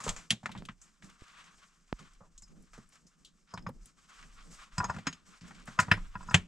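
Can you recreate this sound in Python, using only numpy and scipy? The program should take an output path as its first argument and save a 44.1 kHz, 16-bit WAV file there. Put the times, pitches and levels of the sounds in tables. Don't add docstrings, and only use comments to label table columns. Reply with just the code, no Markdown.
import sys
import numpy as np
from scipy import signal
from scipy.fft import rfft, irfft
from scipy.io import wavfile
from scipy.ndimage import uniform_filter1d

SR = 44100
rng = np.random.default_rng(int(sys.argv[2]) if len(sys.argv) > 2 else 0)


def generate_wav(sig):
    pcm = np.round(np.clip(np.atleast_2d(sig).T, -1, 1) * 32767).astype(np.int16)
    wavfile.write(sys.argv[1], SR, pcm)


N = 285327
BLOW_S = np.arange(-256, 16128) / SR
AGE_S = np.maximum(BLOW_S, 0)

def undb(db):
    return 10 ** (np.asarray(db) / 20)

def unit(x):
    return x / np.sqrt(np.mean(x ** 2))

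def tint(x, points):
    hz, db = np.transpose(points)
    f = np.fft.rfftfreq(x.shape[-1], 1 / SR)
    gain = undb(np.interp(np.log(f + 1), np.log(hz), db))
    return irfft(rfft(x) * gain, x.shape[-1])

def resonance(hz, db, width):
    return [(hz / (1 + width), 0), (hz, db), (hz * (1 + width), 0)]

def noise(size, points, side_db):
    mid, side = tint(rng.standard_normal((2, size)), points)
    return unit(mid + undb(side_db) * side * np.array([[1], [-1]]))

def wander(rate_hz):
    hold = int(SR / rate_hz)
    steps = rng.standard_normal(N)[np.arange(N) // hold]
    return unit(uniform_filter1d(steps, hold))

def fade(t60_s):
    return np.exp(-np.log(1000) * AGE_S / max(t60_s, .004))

def swell(rise_s):
    return 1 - np.exp(-(AGE_S / rise_s) ** 2)

def band_db(x, low_hz, high_hz):
    f = np.fft.rfftfreq(len(BLOW_S), 1 / SR)
    band = rfft(x.mean(axis=0))[(f > low_hz) & (f < high_hz)]
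    energy = 2 * np.sum(np.abs(band) ** 2) / len(BLOW_S)
    return 10 * np.log10(energy / (.025 * SR))

def add(track, start_s, blow):
    start = int((start_s + BLOW_S[0]) * SR)
    a, b = max(start, 0), min(start + len(BLOW_S), N)
    track[:, a:b] += blow[:, a - start:b - start]

def movement(rows, attack_s, release_s, rest_db, arch_db=0):
    t = np.arange(N) / SR
    power = undb(rest_db) ** 2
    for start_s, length_s, db in rows:
        onset = np.clip((t - start_s) / attack_s, 0, 1)
        decay = np.exp(-np.maximum(t - start_s - length_s, 0) / release_s)
        arch = (2 * np.clip((t - start_s) / length_s, 0, 1) - 1) ** 2
        power = power + (undb(db - arch_db * arch) * onset * decay) ** 2
    return np.sqrt(power)

# frequency_hz, gain_db
AIR_SPECTRUM = [(10, -14), (30, 2), (40, -2.5), (55, -21), (100, -22.5), (300, -67)]
# start_s, length_s, relative_level_db
AIR_PUFFS = [(0.07, 0.06, -33.5), (0.58, 0.24, -58.5), (2.02, 0.85, -61), (3.55, 0.28, -53),
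             (4.18, 0.43, -55), (4.72, 0.16, -53), (5.48, 0.57, -59), (5.92, 0.18, -42), (6.1, 0.33, -46)]

def air():
    puffs = movement(AIR_PUFFS, attack_s=0.017, release_s=0.029, rest_db=-71)
    return noise(N, AIR_SPECTRUM, side_db=-12.5) * puffs * undb(-1)

# frequency_hz, gain_db
HOLLOW_SPECTRUM = [(60, -5), (110, -20.5), (165, 5), (210, -1), (290, -9.5), (500, -18.5), (900, -27.5),
                   (2000, -53.5)]
# start_s, length_s, relative_level_db
WEIGHT_SHIFTS = [(0.06, 0.16, -61.5), (0.48, 0.15, -54), (1.03, 0.036, -58), (2.0, 0.014, -57.5),
                 (2.48, 0.15, -63.5), (2.77, 0.02, -62.5), (3.54, 0.19, -59.5), (4.2, 0.2, -67.5),
                 (4.44, 0.04, -63), (4.78, 0.23, -56.5), (5.27, 0.018, -62.5), (5.42, 0.079, -56.5),
                 (5.52, 0.52, -60), (6.15, 0.35, -64)]

def boots():
    shifts = movement(WEIGHT_SHIFTS, attack_s=0.015, release_s=0.052, rest_db=-73.5)
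    return noise(N, HOLLOW_SPECTRUM, side_db=-5.0) * shifts * undb(2.5 + 3 * wander(24))

def grit(grains_per_s=220, size_spread_db=10.5):
    signs = rng.choice([-1, 1], N)
    sizes = undb(size_spread_db * np.minimum(rng.exponential(size=N), 3))
    slip = undb(3.8 * wander(22))
    grains = (rng.random(N) < slip * grains_per_s / SR) * signs * sizes
    return unit(signal.fftconvolve(grains[None], crack(0.017), axes=1)[:, :N])

# frequency_hz, gain_db
CLOTH_SPECTRUM = [(300, -28), (880, -10.5), (1120, 3), (1280, 2.5), (1600, -0.5), (1900, -5), (2450, -5.5),
                  (3500, -8), (5000, -16), (9000, -30.5), (15000, -57)]
HISS_SPECTRUM = [(500, -3.5), (3500, -13.5), (5200, 1), (7800, 2), (8600, -2), (9400, -16.5),
                 (12000, -15.5), (15500, -45.5)]
# start_s, length_s, relative_rub_db, relative_hiss_db
FRICTION_STROKES = [(0.0, 0.24, -60, -59), (0.453, 0.16, -63, -74), (0.799, 0.095, -69, -67.5),
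                    (1.014, 0.07, -62.5, -63), (1.073, 0.091, -63.5, -71), (1.175, 0.32, -58, -68),
                    (1.356, 0.066, -56, -65), (1.441, 0.3, -66, -68.5), (1.86, 0.3, -66.5, -73),
                    (1.973, 0.12, -65, -72), (2.453, 0.54, -74.5, -73), (2.913, 0.051, -65.5, -63),
                    (3.465, 0.11, -65, -88), (3.808, 0.084, -70.5, -64), (3.963, 0.64, -65.5, -67),
                    (4.072, 0.13, -57.5, -67), (4.177, 0.036, -52, -74), (4.354, 0.085, -60.5, -76),
                    (4.497, 0.1, -60, -58), (4.581, 0.069, -55.5, -63), (4.709, 0.31, -56, -64.5),
                    (5.072, 0.1, -60, -67.5), (5.249, 0.12, -58.5, -63.5), (5.433, 0.076, -55, -62),
                    (5.533, 0.095, -57.5, -68), (5.657, 0.1, -55.5, -58.5), (5.827, 0.32, -60, -68.5),
                    (6.162, 0.24, -59.5, -64)]

def rustle():
    strokes = np.array(FRICTION_STROKES)
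    shape = dict(attack_s=0.019, release_s=0.039, arch_db=4)
    rub_gain = movement(strokes[:, [0, 1, 2]], rest_db=-77.5, **shape)
    hiss_gain = movement(strokes[:, [0, 1, 3]], rest_db=-76, **shape)
    crackle = undb(-7) * grit()
    cloth = noise(N, CLOTH_SPECTRUM, side_db=-8.5) * undb(2.63 * wander(45))
    hiss = noise(N, HISS_SPECTRUM, side_db=-12.5) * undb(1.75 * wander(45))
    return undb(-1.5) * ((cloth + crackle) * rub_gain + hiss * hiss_gain)

# start_s, relative_level_db
GLOVE_SNAGS = [(1.042, -57), (1.097, -56), (1.235, -64), (2.133, -62), (2.954, -59), (4.093, -61),
               (4.211, -62), (5.481, -56), (5.596, -61)]

def scratches(rise_s=0.0022, t60_s=0.037):
    out = np.zeros((2, N))
    for start_s, db in GLOVE_SNAGS:
        hiss = noise(len(BLOW_S), HISS_SPECTRUM, side_db=-26)
        scrape = undb(-2) * noise(len(BLOW_S), STONE_SPECTRUM, side_db=-16)
        add(out, start_s, undb(db + 4) * (hiss + scrape) * swell(rise_s) * fade(t60_s))
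    return out

# start_s, relative_level_db, snap_s
CLOSE_POPS = [(0.623, -34.5, 0.00015), (1.221, -38, 0.0011), (1.9275, -17.5, 0.00013)]

def pops(sag_hz=150, swing_hz=38):
    out = np.zeros((2, N))
    sag = undb(-1) * np.sin(2 * np.pi * sag_hz * AGE_S) * fade(0.012) * swell(0.0022)
    swing = undb(-14) * np.cos(2 * np.pi * swing_hz * AGE_S) * fade(0.11) * swell(0.0022)
    pan_db = np.array([[-1], [1]])
    for start_s, db, snap_s in CLOSE_POPS:
        snap = AGE_S / snap_s * np.exp(1 - AGE_S / snap_s)
        pop = tint(snap - 2 * sag - swing, [(5000, 0), (14000, -22)])
        add(out, start_s, undb(db + pan_db) * pop)
    return out

# frequency_hz, gain_db
CRUMB_SPECTRUM = [(3000, -33.5), (8000, 9.5), (15000, -11.5)]
# start_s, relative_level_db
CRUMB_SNAPS = [(.517, -47.5), (.653, -51), (2.623, -54.5), (2.89, -54.5), (3.248, -51), (3.857, -43),
               (5.656, -48.5), (6.318, -49)]

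def crumbs(rise_s=0.00035, t60_s=0.042):
    out = np.zeros((2, N))
    for start_s, db in CRUMB_SNAPS:
        tick = noise(len(BLOW_S), CRUMB_SPECTRUM, side_db=-3) * swell(rise_s) * fade(t60_s)
        add(out, start_s, undb(db - 8) * tick)
    return out

def clink(hz, db, t60_s, spread, rise_s):
    detune, phase = rng.uniform(-0.71, 1, (2, 5, 1))
    modes = np.sin(2 * np.pi * (hz * (1 + spread * detune) * AGE_S + phase))
    tone = unit(modes.sum(axis=0, keepdims=True))
    rasp = unit(tint(rng.standard_normal((1, len(BLOW_S))), resonance(hz, 40, .5)))
    x = (tone * fade(t60_s) + undb(-1) * rasp * fade(t60_s * .75)) * swell(rise_s)
    return x * undb(db - band_db(x, 0, SR))

# start_s, pitch_hz, level_db, t60_s
FREE_STONE_RINGS = [(0.306, 1814, -41.5, 0.069), (.305, 9740, -41, 0.055), (3.69, 517, -48.5, 0.049),
                    (5.9136, 10300, -57.5, 0.11)]

def free_stones():
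    out = np.zeros((2, N))
    for start_s, hz, db, t60_s in FREE_STONE_RINGS:
        add(out, start_s, clink(hz, db, t60_s, spread=.045, rise_s=0.00051))
    return out

# pitch_hz, t60_s
FLAKE_RESONANCES = [(5110, 0.09), (6600, 0.074)]
# start_s, lower_mode_db, upper_mode_db
FLAKE_CHATTER = [(2.430, -59.5, -70.5), (2.457, -76, -90.5), (2.478, -82, -73), (2.502, -82, -90),
                 (3.489, -74.5, -87), (3.508, -70, -78.5), (3.538, -52.5, -57.5), (3.590, -68, -77),
                 (3.622, -69, -81), (3.667, -60.5, -67), (4.780, -42, -51), (4.841, -50, -43),
                 (4.899, -58, -56), (5.068, -40.5, -40.5), (5.127, -60, -54), (5.788, -43.5, -43),
                 (5.914, -39.5, -55), (6.275, -78, -66), (6.296, -55, -58), (6.342, -46, -39.5)]

def flake():
    out = np.zeros((2, N))
    for start_s, *levels_db in FLAKE_CHATTER:
        for (hz, t60_s), db in zip(FLAKE_RESONANCES, levels_db):
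            add(out, start_s, clink(hz, db, t60_s, spread=.009, rise_s=0.0015))
    return out

# frequency_hz, gain_db
STONE_SPECTRUM = [(120, -30), (350, -14), (700, -5), (1050, -3.5), (1900, 2), (3200, 0), (4500, -4.5),
                  (6000, -6), (7700, -5), (9100, -18), (10300, -24), (11600, -27.5), (14200, -31.5),
                  (15500, -44.5)]

def crack(t60_s, rise_s=0.0033, tail_cut_db=0):
    direct = noise(len(BLOW_S), STONE_SPECTRUM, side_db=-13.0) * swell(rise_s) * fade(t60_s)
    scatter = noise(len(BLOW_S), STONE_SPECTRUM, side_db=-6.5) * swell(0.01)
    tail = undb(-19) * fade(0.14) + undb(-44) * fade(0.46)
    return direct + scatter * tail * undb(-tail_cut_db)

def ring(modes, rise_s, detune_share=.009, scatter_db=2.0):
    out = 0
    for hz, db, t60_s in modes:
        detune, loss, phase = rng.standard_normal(3)
        tone = np.sin(2 * np.pi * (hz * (1 + detune_share * detune) * AGE_S + phase))
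        out = out + undb(db - scatter_db * loss) * tone * fade(t60_s)
    return out * swell(rise_s)

def contact(x, body_db, clack_db, tick_db):
    bands = [(700, 2000, body_db), (2000, 4500, clack_db), (4500, 10000, tick_db)]
    for _ in range(2):
        x = tint(x, [(np.sqrt(lo * hi), db - band_db(x, lo, hi)) for lo, hi, db in bands])
    return x

# pitch_ratio, gain_db, t60_s
GROUND_RESONANCES = [(.74, -5, 0.13), (0.981, -25, 0.063), (1.261, 4, 0.059)]

def thud(db, hz, cavity_hz=178, earth_hz=78):
    load_s = AGE_S - .007
    ground = sum(undb(gain_db) * np.cos(2 * np.pi * hz * ratio * load_s) * fade(t60_s)
                 for ratio, gain_db, t60_s in GROUND_RESONANCES)
    cavity = undb(-17) * np.sin(2 * np.pi * (cavity_hz * AGE_S + rng.random())) * fade(0.22)
    boom = undb(-17) * noise(len(BLOW_S), HOLLOW_SPECTRUM, side_db=-21.5) * fade(0.18)
    earth = undb(-10) * np.cos(2 * np.pi * earth_hz * load_s) * fade(0.0975)
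    x = tint((ground + earth + cavity + boom) * swell(0.0061), [(45, -10), (100, 0)])
    return x * undb(db - band_db(x, 40, 900))

# pitch_ratio, gain_db, t60_s
SMALL_STONE_RESONANCES = [(.83, -6.5, 0.045), (0.998, -2, 0.034), (1.128, -8.5, 0.02133)]
# start_s, thud_db, body_db, clack_db, tick_db, t60_s, pitch_hz
STONE_IMPACTS = [(0.003, -57.5, -46, -54.5, -50.5, 0.27, 1110), (0.038, -50, -49, -49, -42, 0.35, 8100),
                 (0.065, -41, -40, -67, -62, 0.2, 480), (0.078, -41, -39.5, -44.5, -46, 0.12, 1106),
                 (0.0906, -44, -60, -40.5, -36.5, 0.062, 7470), (0.163, -76, -51, -53.5, -48.5, 0.18, 6960),
                 (0.3051, -38, -43, -26, -33.5, 0.06, 3297), (0.323, -38.5, -51.5, -50, -53, 0.076, 800),
                 (0.431, -47.5, -55, -68, -67.5, 0.22, 753), (0.458, -50, -36.5, -43, -52.5, 0.051, 1746),
                 (0.492, -50, -49.5, -59, -72, 0.089, 895), (0.516, -75, -62, -54.5, -62, 0.07, 3620),
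                 (0.551, -44.5, -50.5, -60, -81, 0.056, 964), (0.565, -57, -57, -66, -78, 0.06, 3640),
                 (0.576, -49.5, -67, -56, -62, 0.12, 3740), (0.652, -58, -68.5, -57, -59.5, 0.049, 2980),
                 (0.687, -46.5, -46.5, -51.5, -67, 0.073, 1274), (0.815, -80, -76, -81, -57, 0.13, 6750),
                 (1.023, -61, -61, -63, -76, 0.074, 1900), (1.991, -61, -57, -63.5, -63, 0.15, 1120),
                 (2.206, -56.5, -59, -85.5, -86.5, 0.23, 547), (2.378, -73, -105, -68.5, -55, 0.093, 6870),
                 (2.421, -65.5, -71.5, -75, -57, 0.1, 7100), (2.733, -81, -56, -62, -60.5, 0.31, 1350),
                 (2.779, -51.5, -61, -77, -69, 0.049, 434), (3.067, -89, -84.5, -80, -63.5, 0.14, 5210),
                 (3.248, -87, -102.5, -58, -61, 0.14, 3670), (3.665, -40, -41.5, -56.5, -75.5, 0.049, 1140),
                 (3.692, -48, -54, -72, -86, 0.056, 910), (3.857, -66, -85, -70.5, -67, 0.13, 8700),
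                 (4.943, -48.5, -50, -65, -72, 0.09, 1820), (4.985, -47, -52.5, -56, -63, 0.1, 690),
                 (5.41, -53.5, -65, -63, -62.5, 0.21, 5470), (5.508, -58, -53.5, -64, -72, 0.073, 1780),
                 (5.677, -47, -46.5, -59.5, -72, 0.14, 1640), (6.3431, -72, -70, -54, -32.5, 0.073, 7260)]

def loose_stones(rise_s=0.0003, ground_hz=175.2, scatter_octaves=0.17):
    out = np.zeros((2, N))
    for start_s, thud_db, body_db, clack_db, tick_db, t60_s, pitch_hz in STONE_IMPACTS:
        modes = [(pitch_hz * ratio, db, decay_s) for ratio, db, decay_s in SMALL_STONE_RESONANCES]
        burst = tint(crack(t60_s, rise_s), resonance(pitch_hz, db=7, width=0.46))
        ringing = undb(-1) * ring(modes, rise_s)
        clack = contact(burst + ringing, body_db, clack_db, tick_db)
        add(out, start_s, clack)
        add(out, start_s - 0.006, undb(-33) * clack)
        thud_hz = ground_hz * 2 ** (scatter_octaves * rng.standard_normal())
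        add(out, start_s + .003, thud(thud_db, thud_hz))
    return out

# pitch_hz, gain_db, t60_s
SLAB_RESONANCES = [(996, 10, 0.049), (1270, 4.5, 0.054), (1418, 8, 0.056), (1638, 7, 0.042),
                   (1844, 3.5, 0.079), (2403, -5, 0.032), (2570, 15, 0.031), (2640, -14.5, 0.11),
                   (4960, 10, 0.044), (7860, 7, 0.05)]
# start_s, thud_db, thud_hz, body_db, clack_db, tick_db, ring_gain_db, peak_hz, rise_s
SLAB_IMPACTS = [(3.538, -45, 147, -44, -81.5, -62, -31, 1280, 0.0003),
                (3.575, -49, 129, -48.5, -53, -64.5, -26.5, 1000, 0.00042),
                (3.679, -54, 94, -55, -80, -87, -13, 995, .002),
                (4.78, -32.5, 131, -36.5, -48, -41.5, -8, 990, 0.0011),
                (4.801, -39, 111, -29.5, -51.5, -65, -9, 980, 0.0018),
                (4.831, -61, 179, -38.5, -76, -79, -27, 980, 0.0021),
                (4.843, -42.5, 151, -36, -54, -56.5, -17, 970, 0.0011),
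                (4.884, -49, 139, -52, -76, -66, -14, 980, 0.0024),
                (4.895, -41, 105, -32.5, -53.5, -57.5, -10.5, 940, 0.0019),
                (4.963, -41.5, 129, -48, -60, -63, -13, 1000, 0.0012),
                (5.067, -35.5, 213, -35.5, -38.5, -47.5, -14.5, 1200, 0.0033),
                (5.127, -59, 194, -61, -53.5, -60, -19, 3200, 0.00038),
                (5.788, -32, 144, -20.5, -34, -49, -6, 1420, 0.002),
                (5.798, -73, 157, -39.5, -38, -36, -36, 2170, 0.0022),
                (5.818, -39.5, 125, -41.5, -51, -51, -12, 1440, 0.0088),
                (5.88, -39.5, 134, -46, -67, -81, -12, 990, 0.0021),
                (5.9134, -24.5, 135.7, -21, -24.5, -42, -12, 1840, 0.0016),
                (5.936, -40, 153, -40.5, -48, -59.5, -24, 1770, 0.0023),
                (5.973, -53, 200, -50, -68, -69, -15, 1000, 0.0016),
                (6.153, -44, 143, -39.5, -56.5, -71, -4, 1500, 0.00097),
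                (6.206, -53, 143, -51, -89, -81, -4, 1010, 0.0013),
                (6.228, -57.5, 116, -56, -77, -63.5, -12, 980, 0.0013),
                (6.285, -47.5, 154, -41.5, -72, -67, 7, 1000, 0.0022),
                (6.309, -45, 157, -40, -54, -57, -12, 1290, 0.0011),
                (6.342, -20, 122, -25, -21.5, -37.5, -51, 2920, 0.0018),
                (6.372, -39.5, 105.1, -48.5, -55, -60, -15.5, 1390, 0.0015)]

def slab(firm_db=-30, light_t60_s=0.058, db_per_halving=29, graze_limit_db=-47.5):
    out = np.zeros((2, N))
    for start_s, thud_db, thud_hz, body_db, clack_db, tick_db, ring_db, peak_hz, rise_s in SLAB_IMPACTS:
        t60_s = light_t60_s * 2 ** (-max(body_db - firm_db, 0) / db_per_halving)
        tail_cut_db = 0.2 * max(thud_db - firm_db, 0)
        burst = tint(crack(t60_s, rise_s, tail_cut_db), resonance(peak_hz, db=7, width=0.59))
        ringing = undb(ring_db) * ring(SLAB_RESONANCES, rise_s * 1.75)
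        knock = contact(burst + ringing, body_db, clack_db, tick_db)
        add(out, start_s, knock + thud(thud_db, thud_hz))
        graze = contact(crack(0.15, rise_s=0.014), body_db, clack_db - 5, tick_db - 5)
        add(out, start_s - 0.016, undb(min(-17, graze_limit_db - body_db)) * graze)
    return out

def scene():
    stones = slab() + loose_stones() + flake() + free_stones() + crumbs()
    return stones + pops() + rustle() + boots() + air() + scratches()

# frequency_hz, gain_db
MICROPHONE_RESPONSE = [(9000, -0.5), (10400, 2), (12000, -4.5), (14000, -7), (15300, -8)]
# frequency_hz, left_minus_right_db, left_lag_rad
PORT_RESPONSE = [(60, -1, 0.06), (201.3, -0.5, .1), (400, -4, 0.0097), (987, 2.5, 0.1337), (1550, 1, 0.65),
                 (3143, 1.5, 0.93), (4870, 0, 0.37), (8100, 1.5, 0.54), (15000, 15.5, 0.94)]

def record(dry, cutoff_hz=15300):
    hz, balance_db, lag_rad = np.transpose(PORT_RESPONSE)
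    log_f = np.log(np.fft.rfftfreq(N, 1 / SR) + 1)
    gain = undb(np.interp(log_f, np.log(hz), balance_db) / 2)
    left = gain * np.exp(-.5j * np.interp(log_f, np.log(hz), lag_rad))
    spectrum = rfft(tint(dry, MICROPHONE_RESPONSE))
    ports = irfft(spectrum * np.array([left, 1 / left]), N)
    lowpass = signal.ellip(8, .2, 70, cutoff_hz, fs=SR, output="sos")
    return signal.sosfilt(lowpass, ports)

dry = scene()
out = record(dry)
generate_wav(out)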